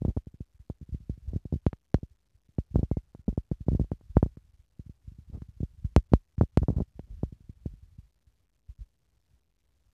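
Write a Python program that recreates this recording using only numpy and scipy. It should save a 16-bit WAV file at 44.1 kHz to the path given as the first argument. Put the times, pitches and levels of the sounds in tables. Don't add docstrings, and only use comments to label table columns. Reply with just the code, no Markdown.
import sys
import numpy as np
from scipy import signal
from scipy.io import wavfile
from scipy.ndimage import uniform_filter1d

SR = 44100
rng = np.random.default_rng(int(sys.argv[2]) if len(sys.argv) > 2 else 0)


def master(y):
    cut = np.clip(np.atleast_2d(y).T, -1, 1)
    pcm = np.round(cut * 32767)
    wavfile.write(sys.argv[1], SR, pcm.astype(np.int16))


N = 437913

# start_s, level_db, direction (+1 or -1), rise_ms
PRESSURE_STEPS = [(0.0122, -13, 1, 1.7), (0.0202, -12.5, 1, 0.28), (0.0508, -8.5, -1, 0.2),
                  (0.0723, -6.5, 1, 3.4), (0.0822, -9.5, 1, 0.35), (0.089, -13, -1, 0.47),
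                  (0.102, -25.5, 1, 0.24), (0.1573, -8.5, 1, 5.6), (0.1666, -15, 1, 0.27),
                  (0.1724, -13.5, -1, 0.17), (0.2705, -22.5, 1, 0.32), (0.3421, -26.5, -1, 0.4),
                  (0.4066, -18, 1, 0.4), (0.5455, -24, 1, 1.64), (0.598, -19, -1, 1.45),
                  (0.6999, -17, -1, 0.2), (0.8137, -22, -1, 0.48), (0.8271, -25, -1, 0.51),
                  (0.8912, -24.5, -1, 0.45), (0.9242, -6.5, 1, 1.53), (0.9461, -14, -1, 0.48),
                  (1.0042, -24.5, 1, 0.68), (1.097, -13, 1, 0.36), (1.1312, -17.5, 1, 1.84),
                  (1.1768, -28, -1, 0.36), (1.2776, -6, -1, 1.73), (1.3344, -18.5, 1, 0.26),
                  (1.352, -7, -1, 1.44), (1.3617, -10, -1, 0.4), (1.4545, -19, 1, 0.3),
                  (1.5261, -10.5, 1, 0.26), (1.539, -11.5, 1, 0.33), (1.559, -14, -1, 0.5),
                  (1.666, -4, -1, 0.18), (1.6772, -8, -1, 2.4), (1.7307, -22.5, -1, 0.05),
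                  (1.9443, -3.5, 1, 0.12), (1.9841, -33.5, 1, 0.17), (2.0311, -19, 1, 0.31),
                  (2.1078, -23.5, 1, 1.64), (2.3471, -25, -1, 1.65), (2.4903, -33.5, -1, 0.46),
                  (2.5856, -8.5, 1, 0.24), (2.7108, -16.5, -1, 1.4), (2.7446, -12, -1, 0.58),
                  (2.7584, -4, -1, 0.19), (2.7764, -15, -1, 0.72), (2.7801, -8.5, -1, 0.76),
                  (2.7926, -10, -1, 0.28), (2.831, -9, -1, 0.25), (2.9144, -8, 1, 0.2),
                  (2.9706, -11.5, 1, 0.23), (3.1494, -26, -1, 0.12), (3.193, -28.5, 1, 0.57),
                  (3.2816, -8.5, -1, 0.24), (3.2859, -5, -1, 0.44), (3.291, -16.5, -1, 0.25),
                  (3.3276, -24.5, -1, 0.26), (3.3777, -9.5, -1, 0.21), (3.5155, -9.5, -1, 0.27),
                  (3.5215, -18, -1, 0.32), (3.6081, -17.5, 1, 0.66), (3.666, -23.5, 1, 0.48),
                  (3.6848, -5.5, -1, 0.2), (3.698, -3.5, 1, 2.35), (3.718, -11.5, -1, 0.33),
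                  (3.7312, -8.5, -1, 0.44), (3.7501, -7.5, -1, 0.33), (3.7974, -8, -1, 0.24),
                  (3.8123, -9, -1, 0.38), (3.8324, -14.5, -1, 1.1), (3.8447, -30, -1, 0.19),
                  (3.9175, -12.5, -1, 0.16), (3.9335, -22.5, 1, 0.43), (4.0115, -36, 1, 0.096),
                  (4.097, -13.5, 1, 1.86), (4.155, 5.5, -1, 2.67), (4.1694, -0.2, -1, 0.12),
                  (4.2289, -3.5, -1, 0.16), (4.2619, -16.5, -1, 0.25), (4.372, -25, 1, 0.28),
                  (4.535, -22.5, -1, 1.86), (4.5938, -22.5, 1, 1.76), (4.795, -20.5, -1, 0.44),
                  (4.8637, -24, 1, 0.68), (4.8955, -22.5, -1, 0.45), (5.0776, -18.5, -1, 0.9),
                  (5.1192, -25, -1, 0.61), (5.187, -23.5, -1, 0.6), (5.299, -23.5, -1, 0.54),
                  (5.348, -13.5, -1, 0.97), (5.377, -22.5, 1, 0.7), (5.4207, -20, 1, 0.44),
                  (5.488, -21, 1, 0.91), (5.5663, -20.5, -1, 1.7), (5.6052, -14, -1, 0.42),
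                  (5.6315, -10.5, -1, 0.35), (5.732, -18, 1, 2.1), (5.8475, -5.5, -1, 0.93),
                  (5.964, -0.5, -1, 0.11), (5.9698, 3, 1, 1.67), (5.9771, -11, -1, 0.28),
                  (6.1202, -12.5, -1, 0.44), (6.1362, 2.3, -1, 0.13), (6.1403, -10.5, -1, 0.41),
                  (6.3821, -8, -1, 0.72), (6.4117, -2.5, -1, 0.12), (6.4211, -4.5, -1, 0.62),
                  (6.4341, -13, -1, 0.26), (6.574, -1, -1, 0.17), (6.5955, -23.5, 1, 0.6),
                  (6.6188, -9, -1, 0.6), (6.6236, -8, 1, 1.2), (6.632, -16, -1, 0.14),
                  (6.6454, -1.5, -1, 5.7), (6.685, -8, -1, 0.16), (6.6922, -9.5, -1, 0.41),
                  (6.7027, -10, -1, 0.24), (6.7072, -20, -1, 0.35), (6.7271, -16.5, 1, 0.67),
                  (6.765, -4, 1, 0.87), (6.7842, -15.5, -1, 0.22), (6.8035, -11.5, -1, 0.19),
                  (6.8084, -14, -1, 0.23), (6.819, -15.5, -1, 0.31), (6.954, -17.5, 1, 2.03),
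                  (6.994, -22.5, 1, 0.11), (7.1352, -14.5, -1, 2.1), (7.2333, -10, -1, 0.2),
                  (7.2635, -19.5, -1, 1.33), (7.325, -23, -1, 0.41), (7.4067, -31, 1, 0.49),
                  (7.4949, -21, 1, 0.48), (7.6601, -14, -1, 0.31), (7.7373, -29.5, 1, 0.49),
                  (7.8274, -18.5, 1, 1.67), (7.9857, -19, -1, 0.83), (8.0287, -20, -1, 2.16),
                  (8.2706, -27.5, -1, 1.36), (8.6902, -9.5, -1, 2.05), (8.7892, -21.5, -1, 1.2),
                  (8.8018, -10.5, 1, 2.04), (8.8118, -16.2, -1, 2.25)]


def jolts():
    flow, offsets = np.zeros(N + 2000), np.arange(-1000, 1000)
    for start_s, level_db, direction, rise_ms in PRESSURE_STEPS:
        at = round(start_s * SR)
        width = 2 * max(rise_ms, .02) * SR / 1000
        from_centre = (offsets + at - start_s * SR) / width
        puff = 1 / np.cosh(np.clip(from_centre, -30, 30)) ** 2
        flow[at:at + 2000] += np.sign(direction) * gain_of(level_db) * puff / puff.sum()
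    return np.cumsum(flow[1000:N + 1000])


# frequency_hz, gain_db
CLICK_EQ = [(100, -13), (400, 0.5), (1000, 2), (2000, -4), (4000, -11.5), (8000, -20), (11000, -22.5),
            (14500, -38.5)]
# start_s, strength_db
CASE_CLICKS = [(0.172, -51), (.592, -55), (1.6656, -25), (1.7326, -43), (1.9435, -21.5), (2.5837, -37.5),
               (2.758, -40), (3.5152, -47), (3.9166, -42), (4.167, -47), (4.2286, -37.5), (4.371, -42.5),
               (5.42, -41), (5.8467, -50), (5.9635, -11), (6.1361, -21.5), (6.381, -40), (6.4112, -43),
               (6.5736, -19), (6.994, -35)]


def case_clicks():
    dull_hz, bright_hz, brighten_above_db, db_per_octave = 2500, 12000, -30, 5
    out, click = np.zeros(N + 1024), impulse_of(CLICK_EQ)
    click = click / abs(click).max()
    jolt_s, _, directions, _ = np.transpose(PRESSURE_STEPS)
    for (start_s, strength_db), lag in zip(CASE_CLICKS, rng.random(len(CASE_CLICKS))):
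        rebound = -0.27 * np.roll(click, 6 + round(14 * lag))
        octaves_up = (strength_db - brighten_above_db) / db_per_octave
        cutoff_hz = np.clip(dull_hz * 2 ** octaves_up, dull_hz, bright_hz)
        snap = signal.lfilter(*signal.butter(2, cutoff_hz, fs=SR), click + rebound)
        direction = np.sign(directions[abs(jolt_s - start_s).argmin()])
        out[round(start_s * SR):][:1024] -= direction * gain_of(strength_db) * snap
    return out[:N]


def nudges():
    nudges_per_s, rise_ms, calm_db, restless_db = 14, 1.9, -49, -40
    activity = np.clip((unrest_db() - calm_db) / (restless_db - calm_db), 0, 2)
    fires = rng.random(N) < activity * nudges_per_s / SR
    direction = rng.choice([-1., 1.], N)
    strength = activity * gain_of(-21 + 3 * rng.standard_normal(N))
    puff = 1 / np.cosh(np.arange(-1000, 1001) / (2 * rise_ms * SR / 1000)) ** 2
    flow = signal.oaconvolve(fires * direction * strength, puff / puff.sum(), "same")
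    return np.cumsum(flow)


# start_s, end_s, level_db
CASE_RUBS = [(0.036, 0.121, -45), (1.244, 1.414, -53.5), (2.739, 2.86, -46.5), (3.677, 3.856, -50.5),
             (5.312, 5.401, -44), (6.68, 6.847, -42.5), (7.053, 7.152, -55.5)]


def case_rubs():
    slips_per_s, cutoff_hz = 970, 640
    envelope = sum(gain_of(db) * swell(start_s, end_s) for start_s, end_s, db in CASE_RUBS)
    slips = rng.standard_normal(N) * (rng.random(N) < slips_per_s / SR)
    rounded = signal.sosfilt(signal.butter(2, cutoff_hz, fs=SR, output="sos"), slips)
    pressure = signal.lfilter([1], [1, -.99], rounded)
    return envelope * unit_rms(pressure)


# time_s, level_db
HAND_UNREST = [(0.0, -39.5), (0.25, -52.5), (0.75, -52.5), (0.95, -40), (1.5, -43), (1.75, -52.5),
               (2.5, -53), (2.9, -43.5), (3.4, -48.5), (4.2, -39), (4.7, -52), (5.2, -41.5), (5.9, -40),
               (6.3, -51.5), (6.8, -46), (7.2, -39), (7.95, -44), (8.15, -51), (9.25, -52), (9.33, -41.5),
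               (9.45, -52), (9.93, -50)]


def unrest_db():
    rubbing = sum(swell(start_s, end_s) for start_s, end_s, _ in CASE_RUBS)
    return np.interp(np.arange(N) / SR, *np.transpose(HAND_UNREST)) + 8 * rubbing


def air_sway():
    rumble_hz, lumps_hz, lumps_db = 50.6, 14, 3.0
    rumble = signal.sosfilt(signal.butter(3, rumble_hz, fs=SR, output="sos"), rng.standard_normal(N))
    lumps = signal.sosfiltfilt(signal.butter(2, lumps_hz, fs=SR, output="sos"), rng.standard_normal(N))
    return unit_rms(rumble) * gain_of(unrest_db() + lumps_db * unit_rms(lumps))


# frequency_hz, gain_db
HISS_EQ = [(100, 12), (300, 8.5), (700, -1), (1500, -1.5), (3000, -3), (6000, -5), (10000, -13),
           (14500, -13.5)]
# start_s, end_s, pitch_hz, level_db
FAINT_TONES = [(2.894, 3.004, 2130, -5), (2.95, 3.316, 1413, -12)]


def hiss():
    bed = unit_rms(signal.oaconvolve(rng.standard_normal(N), impulse_of(HISS_EQ))[:N])
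    t = np.arange(N) / SR
    for start_s, end_s, pitch_hz, level_db in FAINT_TONES:
        fade = np.clip(np.minimum(t - start_s, end_s - t) / .02, 0, 1)
        bed += gain_of(level_db) * fade * np.sin(2 * np.pi * pitch_hz * t)
    return bed


def gain_of(db):
    return 10 ** (np.asarray(db) / 20)


def unit_rms(x):
    return x / np.sqrt(np.mean(x ** 2) + 1e-20)


def swell(start_s, end_s):
    return np.sin(np.pi * np.clip((np.arange(N) / SR - start_s) / (end_s - start_s), 0, 1))


def impulse_of(eq):
    points_hz, gain_db = np.transpose(eq)
    hz = abs(np.fft.fftfreq(4096, 1 / SR))
    log_gain = np.interp(np.log(hz + 1), np.log(points_hz), gain_db) * np.log(10) / 20
    return np.fft.ifft(np.exp(np.conj(signal.hilbert(log_gain)))).real[:1024]


def follow_level_db(x):
    release_db_per_s = 1198
    power_db = 10 * np.log10(abs(uniform_filter1d(x ** 2, round(0.0023 * SR))) + 1e-11)
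    fall_db = np.arange(N) * release_db_per_s / SR
    held_db = np.maximum.accumulate(power_db + fall_db) - fall_db
    return uniform_filter1d(held_db, round(0.0042 * SR))


def scene():
    return (jolts() + nudges() + case_clicks() + case_rubs() + air_sway())[None]


# cutoff_hz, q
LOW_CUT_STAGES = [(56.5, 1.59), (35.4, 2.4), (122, .79)]


def record(dry):
    dip_hz, ring_hz, ring_q = 3925, 4060, 28
    knee_db, expansion = -32, .4
    hiss_full_scale_db, hiss_db_per_db = -48.5, 0.63
    amplitude_step, top_hz, floor_db = 10 / 2 ** 15, 14400, -100
    x = dry[0]
    for cutoff_hz, q in LOW_CUT_STAGES:
        w = 2 * np.pi * cutoff_hz
        x = signal.lfilter(*signal.bilinear([1, 0, 0], [1, w / q, w * w], SR), x)
    dip, ring = signal.iirnotch(dip_hz, ring_q, SR)[1], signal.iirnotch(ring_hz, ring_q, SR)[1]
    x = signal.lfilter(dip / dip.sum(), ring / ring.sum(), x)
    level_db = follow_level_db(x)
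    x = x * gain_of(-expansion * np.maximum(knee_db - level_db, 0))
    x = x + hiss() * gain_of(hiss_full_scale_db + hiss_db_per_db * level_db)
    x = amplitude_step * np.floor(x / amplitude_step)
    x = signal.lfilter(*signal.butter(1, top_hz, fs=SR), x)
    x = x + gain_of(floor_db) * rng.standard_normal(N)
    band_limit = signal.firwin(511, top_hz, window=("kaiser", 9), fs=SR)
    return signal.oaconvolve(x, band_limit, "same")[None]


dry = scene()
out = record(dry)
master(out)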